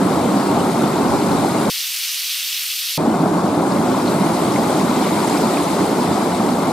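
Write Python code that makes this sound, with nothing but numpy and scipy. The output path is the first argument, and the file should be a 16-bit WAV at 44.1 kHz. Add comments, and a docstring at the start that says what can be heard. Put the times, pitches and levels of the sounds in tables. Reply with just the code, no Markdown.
"""Shallow river over rocks

Trapped air roars, gulps and gurgles, while white water fizzes and spits as the splashing swells and ebbs.
Continuous layers are filtered noise with random patches; bubbles are decaying tones of rising pitch.
Two puffs of wind, low-pitched noise independent in each channel, brush the microphones.
For just over a second the river cuts out and a bright, even hiss like fine spray, also noise, replaces it."""
import sys
import numpy as np
from scipy import signal
from scipy.fft import rfft, irfft
from scipy.io import wavfile
from scipy.ndimage import uniform_filter1d

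SR = 44100
rng = np.random.default_rng(int(sys.argv[2]) if len(sys.argv) > 2 else 0)


def int16_out(signal):
    """Quantize to a 16-bit WAV file."""
    q = np.round(np.clip(np.atleast_2d(signal).T, -1, 1) * 32767)
    wavfile.write(sys.argv[1], SR, q.astype(np.int16))


N = 296352
TIME = np.arange(N) / SR  # (s)

# Strength of the splashing, which builds, slackens, then swells to a crest and ebbs.
# Each row: time in seconds, splash strength in dB.
SPLASH_STRENGTH = [(0, -31.5), (1.1, -30.5), (1.7, -29.5), (3.0, -35), (3.55, -34), (4.1, -30.5),
                   (5.3, -28), (6.7, -32)]
# Stereo image of the river: how alike the two microphones hear it.
# Each row: frequency in Hz, likeness (correlation, -1 to 1), left minus right in dB, left's lead in radians.
RIVER_STEREO = [(30, .9, 0, 0), (70, .96, -.6, 0), (150, .99, -1, .03), (330, .965, -1.6, .2),
                (650, .84, 1, .4), (1150, .8, 3.2, .44), (2200, .6, 3, .3), (4400, .48, 1, .35),
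                (6800, .28, 0, .95), (9500, .38, -.5, 2.8), (12000, .17, -1, 4.3), (15000, .1, -1.5, 5.6)]


def gain_of(db):
    """Level law: converts decibels to an amplitude ratio."""
    return 10 ** (np.asarray(db) / 20)


def evened(x):
    """Power normalisation: scales a signal or field to rms 1."""
    return x / np.sqrt(np.mean(x ** 2) + 1e-20)


def read(points, hz, axis=1):
    """Logarithmic frequency scale: interpolates one column of a table along it."""
    table = np.asarray(points, float)
    return np.interp(np.log(hz + 1), np.log(table[:, 0] + 1), table[:, axis])


def follow(rows):
    """Slow envelope: straight lines between rows of (seconds, value), at every sample."""
    return np.interp(TIME, *np.transpose(rows))


def add(mix, s, sound):
    """Superposition: adds a sound equally to both channels from time s."""
    part = mix[:, max(round(s * SR), 0):][:, :len(sound)]
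    part += sound[:part.shape[1]]


def colour(x, spectrum):
    """Linear filtering: weights the spectrum by a table of (Hz, dB), then sets rms 1."""
    hz = np.fft.rfftfreq(N, 1 / SR)
    return evened(irfft(rfft(x) * gain_of(read(spectrum, hz)), N))


def patches(shape, step_s, step_hz, long_s, wide_hz):
    """Correlated randomness: a field over time and frequency, smooth over long_s and wide_hz."""
    along = np.fft.fftfreq(shape[0], step_s)[:, None]
    across = np.fft.rfftfreq(shape[1], step_hz)
    blur = np.exp(-(along * long_s) ** 2 - (across * wide_hz) ** 2)
    return evened(np.fft.irfft2(np.fft.rfft2(rng.standard_normal(shape)) * blur, shape))


def wash(image, patch_db, long_s, wide_hz, flicker_db, flicker_hz, size):
    """Countless small events sum to Gaussian noise: partly correlated stereo, in patches and flurries."""
    hop, hz = size // 4, np.fft.rfftfreq(size, 1 / SR)
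    shape = (N // hop + 5, len(hz))
    a, b, c, d = rng.standard_normal((4,) + shape)
    shared, separate = a + 1j * b, c + 1j * d
    same = np.clip(read(image, hz, axis=1), -1, 1)
    # half of the level and phase difference goes to each side
    lean = gain_of(read(image, hz, axis=2) / 2) * np.exp(.5j * read(image, hz, axis=3))
    left = shared * lean
    right = (same * shared + np.sqrt(1 - same ** 2) * separate) / lean
    field_db = patch_db * patches(shape, hop / SR, hz[1], long_s, wide_hz)
    field_db += flicker_db * patches(shape, hop / SR, hz[1], size / SR, flicker_hz)
    spectra = np.array([left, right]) * gain_of(field_db)
    return signal.istft(spectra.transpose(0, 2, 1), nperseg=size, noverlap=size - hop)[1][:, :N]


def ping(hz, cycles, rise):
    """Damped bubble resonance: falls by 1/e in some cycles, pitch rising near the surface (analytic)."""
    age = np.arange(int(6 * cycles / hz * SR) + 2) * hz / SR / cycles  # in decay times
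    onset = 1 - np.exp(-2 * age * cycles)
    phase = 2 * np.pi * cycles * (age + rise * age ** 2 / 2)
    return onset * np.exp(-age + 1j * phase)


def bubbles(low_hz, high_hz, per_s, cycles, rise, spread_db, count):
    """Size sets resonance: bubbles of count sizes, born at random across the stream, few of them loud."""
    out = np.zeros((2, N))
    for hz in np.linspace(low_hz, high_hz, count):
        own = np.random.default_rng(rng.integers(2 ** 31))
        likeness, level_db, lead = (read(RIVER_STEREO, hz, axis=column) for column in (1, 2, 3))
        # the less alike the channels, the wider the phase scatter
        widest = np.sqrt(6 * max(1 - likeness, 0))
        for when, strength, tune, life, place, turn in own.random((int(per_s / count * N / SR), 6)):
            detune = (high_hz - low_hz) / count * (tune - .5)
            ring = ping(hz + detune, cycles * (.5 + life), rise) * np.sqrt(hz / low_hz)
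            # exponentially distributed decibels, with random polarity
            ring *= gain_of(spread_db * min(-np.log(1 - strength), 4)) * np.sign(turn - .5)
            scatter = (2 * place - 1) * widest
            lean = gain_of(level_db / 2) * np.exp(.5j * (lead + scatter))
            part = out[:, int(when * N):][:, :len(ring)]
            part += np.outer([lean, 1 / lean], ring[:part.shape[1]]).real
    return out


def brighten(x, above_hz, amount):
    """Harder splashing makes finer bubbles: treble moves by amount dB per dB of splash about its median."""
    splash_db = follow(SPLASH_STRENGTH)
    top = signal.sosfiltfilt(signal.butter(2, above_hz, "highpass", fs=SR, output="sos"), x)
    return x + top * (gain_of(amount * (splash_db - np.median(splash_db))) - 1)


def roar():
    """Resonance of air folded in behind the rocks: steady rumble, gulps of large pockets, smaller gurgles."""
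    # Spectrum of churned air. Each row: frequency in Hz, relative level in dB per Hz.
    roar_spectrum = [(20, -44.5), (50, -28.5), (85, -15), (105, -12.5), (180, -0.5), (295, 0.5),
                     (380, -3.0), (460, -8.0), (750, -6), (1000, -9.0), (1400, -16), (1750, -26.5),
                     (2100, -48), (3500, -100)]
    start_db, ebb_db_per_s = -16.0, 0.1366  # the level sinks slowly
    rumble = wash(RIVER_STEREO, patch_db=0.8, long_s=.1, wide_hz=350,
                  flicker_db=1.04, flicker_hz=1516, size=1024)
    gulps = bubbles(170.6, 400, per_s=60, cycles=3.8, rise=0.041, spread_db=2.0, count=8)
    gurgles = bubbles(450, 1594, per_s=200, cycles=8, rise=.04, spread_db=3.0, count=12)
    water = gain_of(-0.7) * colour(rumble, roar_spectrum)
    water += gain_of(-8) * colour(gulps, roar_spectrum)
    water += gain_of(-12) * colour(gurgles, roar_spectrum)
    return brighten(water, above_hz=1150, amount=.3) * gain_of(start_db - ebb_db_per_s * TIME)


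def white_water():
    """Small bubbles resonate high: bursting foam fizzes, bubbles tinkle and droplets tick on the surface."""
    # Spectrum of white water. Each row: frequency in Hz, relative level in dB per Hz.
    fizz_spectrum = [(1100, -45.5), (1750, -5), (2100, -0.5), (2800, -7), (3900, -4), (4900, -6),
                     (6000, -9.5), (8200, -5.0), (10400, -8.5), (12600, -13.0), (14200, -19), (15400, -24)]
    foam = wash(RIVER_STEREO, patch_db=0.76, long_s=.11, wide_hz=2200,
                flicker_db=0.75, flicker_hz=8000, size=256)
    tinkle = bubbles(1700, 5500, per_s=320, cycles=17, rise=.02, spread_db=2.5, count=12)
    ticks = bubbles(4000, 13000, per_s=400, cycles=4.5, rise=0.021, spread_db=2.5, count=12)
    water = gain_of(-1.0) * colour(foam, fizz_spectrum)
    water += gain_of(-10.5) * colour(tinkle, fizz_spectrum)
    water += gain_of(-12.5) * colour(ticks, fizz_spectrum)
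    return brighten(water, above_hz=11000, amount=.25) * gain_of(follow(SPLASH_STRENGTH))


def spits():
    """Damped ringing of single bubbles and drops: a few plip nearby, and spray patters down in clusters."""
    # Near bubbles and droplets. Each row: start in seconds, level in dB, pitch in Hz.
    near_drops = [(1.318, -22, 4200), (1.654, -24, 3700), (3.721, -19, 4660), (3.772, -22, 2060),
                  (4.561, -17.5, 2140), (4.703, -19, 8300), (5.375, -20, 5150), (5.571, -17, 2430),
                  (5.865, -18, 8100)]
    # Handfuls of spray falling back. Each row: centre in seconds, typical level in dB, middle pitch in Hz.
    handfuls = [(4.09, -27.5, 3920), (5.277, -25, 7900), (5.629, -27, 8000)]
    spread_s, spread_db, spread_pitch = .014, 2.5, 0.145  # drop scatter: s, dB, natural log of pitch
    out = np.zeros((2, N))
    for s, db, hz in near_drops:
        add(out, s, gain_of(db) * ping(hz, cycles=7.3, rise=0.017).real)
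    for s, db, hz in handfuls:
        for late, size, tune in rng.standard_normal(size=(12, 3)):
            drop = ping(hz * np.exp(spread_pitch * tune), cycles=7.9, rise=0.019).real
            add(out, s + spread_s * late, gain_of(db + spread_db * size) * drop)
    return out


def bright_hiss():
    """Broadband noise: an even, fine-grained hiss with little bass, near the centre."""
    # Spectrum of the hiss. Each row: frequency in Hz, relative level in dB per Hz.
    hiss_spectrum = [(40, -36), (300, -33.5), (800, -24.5), (1300, -14.5), (1650, -13.5), (2800, -0.5),
                     (4800, 0), (6200, -3.5), (7300, -8.5), (8600, -6.0), (10300, -8), (11500, -5.5),
                     (13600, -6), (15500, -9.5)]
    # Its stereo image. Each row: frequency in Hz, likeness (correlation, -1 to 1),
    # left minus right in dB, left's lead in radians.
    hiss_stereo = [(60, .55, 0, 0), (140, .35, 0, 0), (300, -.4, .5, 0), (600, -.68, .5, 0),
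                   (1000, -.05, 0, 0), (1650, .8, 0, 0), (2200, .98, 0, 0), (3600, .997, -.2, 0),
                   (4800, .95, -.3, .05), (7500, .64, 0, .3), (15000, .78, 1, .35)]
    level_db = -22.5
    hiss = wash(hiss_stereo, patch_db=0.73, long_s=0.064, wide_hz=3500,
                flicker_db=0.93, flicker_hz=6500, size=256)
    return gain_of(level_db) * colour(hiss, hiss_spectrum)


def wind():
    """Turbulent pressure: eddies thump each microphone separately, each puff swelling as a bell curve."""
    # Spectrum of the buffeting. Each row: frequency in Hz, relative level in dB per Hz.
    buffet_spectrum = [(10, -45), (40, -21), (90, -2), (125, -2), (180, -24), (600, -71.5)]
    # Puffs of wind. Each row: time of the peak in seconds, level in dB.
    puffs = [(1.12, -31), (1.37, -30)]
    puff_s = 0.073  # time from the peak to 1/e of it
    strength = sum(gain_of(db) * np.exp(-((TIME - s) / puff_s) ** 2) for s, db in puffs)
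    return colour(rng.standard_normal((2, N)), buffet_spectrum) * strength


def scene():
    """Superposition of the river's sources, with an abrupt switch to the bright hiss and back."""
    hiss_from, hiss_to = 1.699, 2.977  # (s)
    inside = (TIME > hiss_from) & (TIME < hiss_to)
    switched = uniform_filter1d(inside.astype(float), size=64)  # a 64-sample crossfade avoids clicks
    river = roar() + white_water() + spits() + wind()
    return (1 - switched) * river + switched * bright_hiss()


def record(dry):
    """Band limitation: the recorder passes only what lies below its upper edge."""
    edge_hz = 15600
    lowpass = signal.firwin(511, edge_hz, window=("kaiser", 9), fs=SR)
    return signal.oaconvolve(dry, lowpass[None], "same")


dry = scene()
out = record(dry)
int16_out(out)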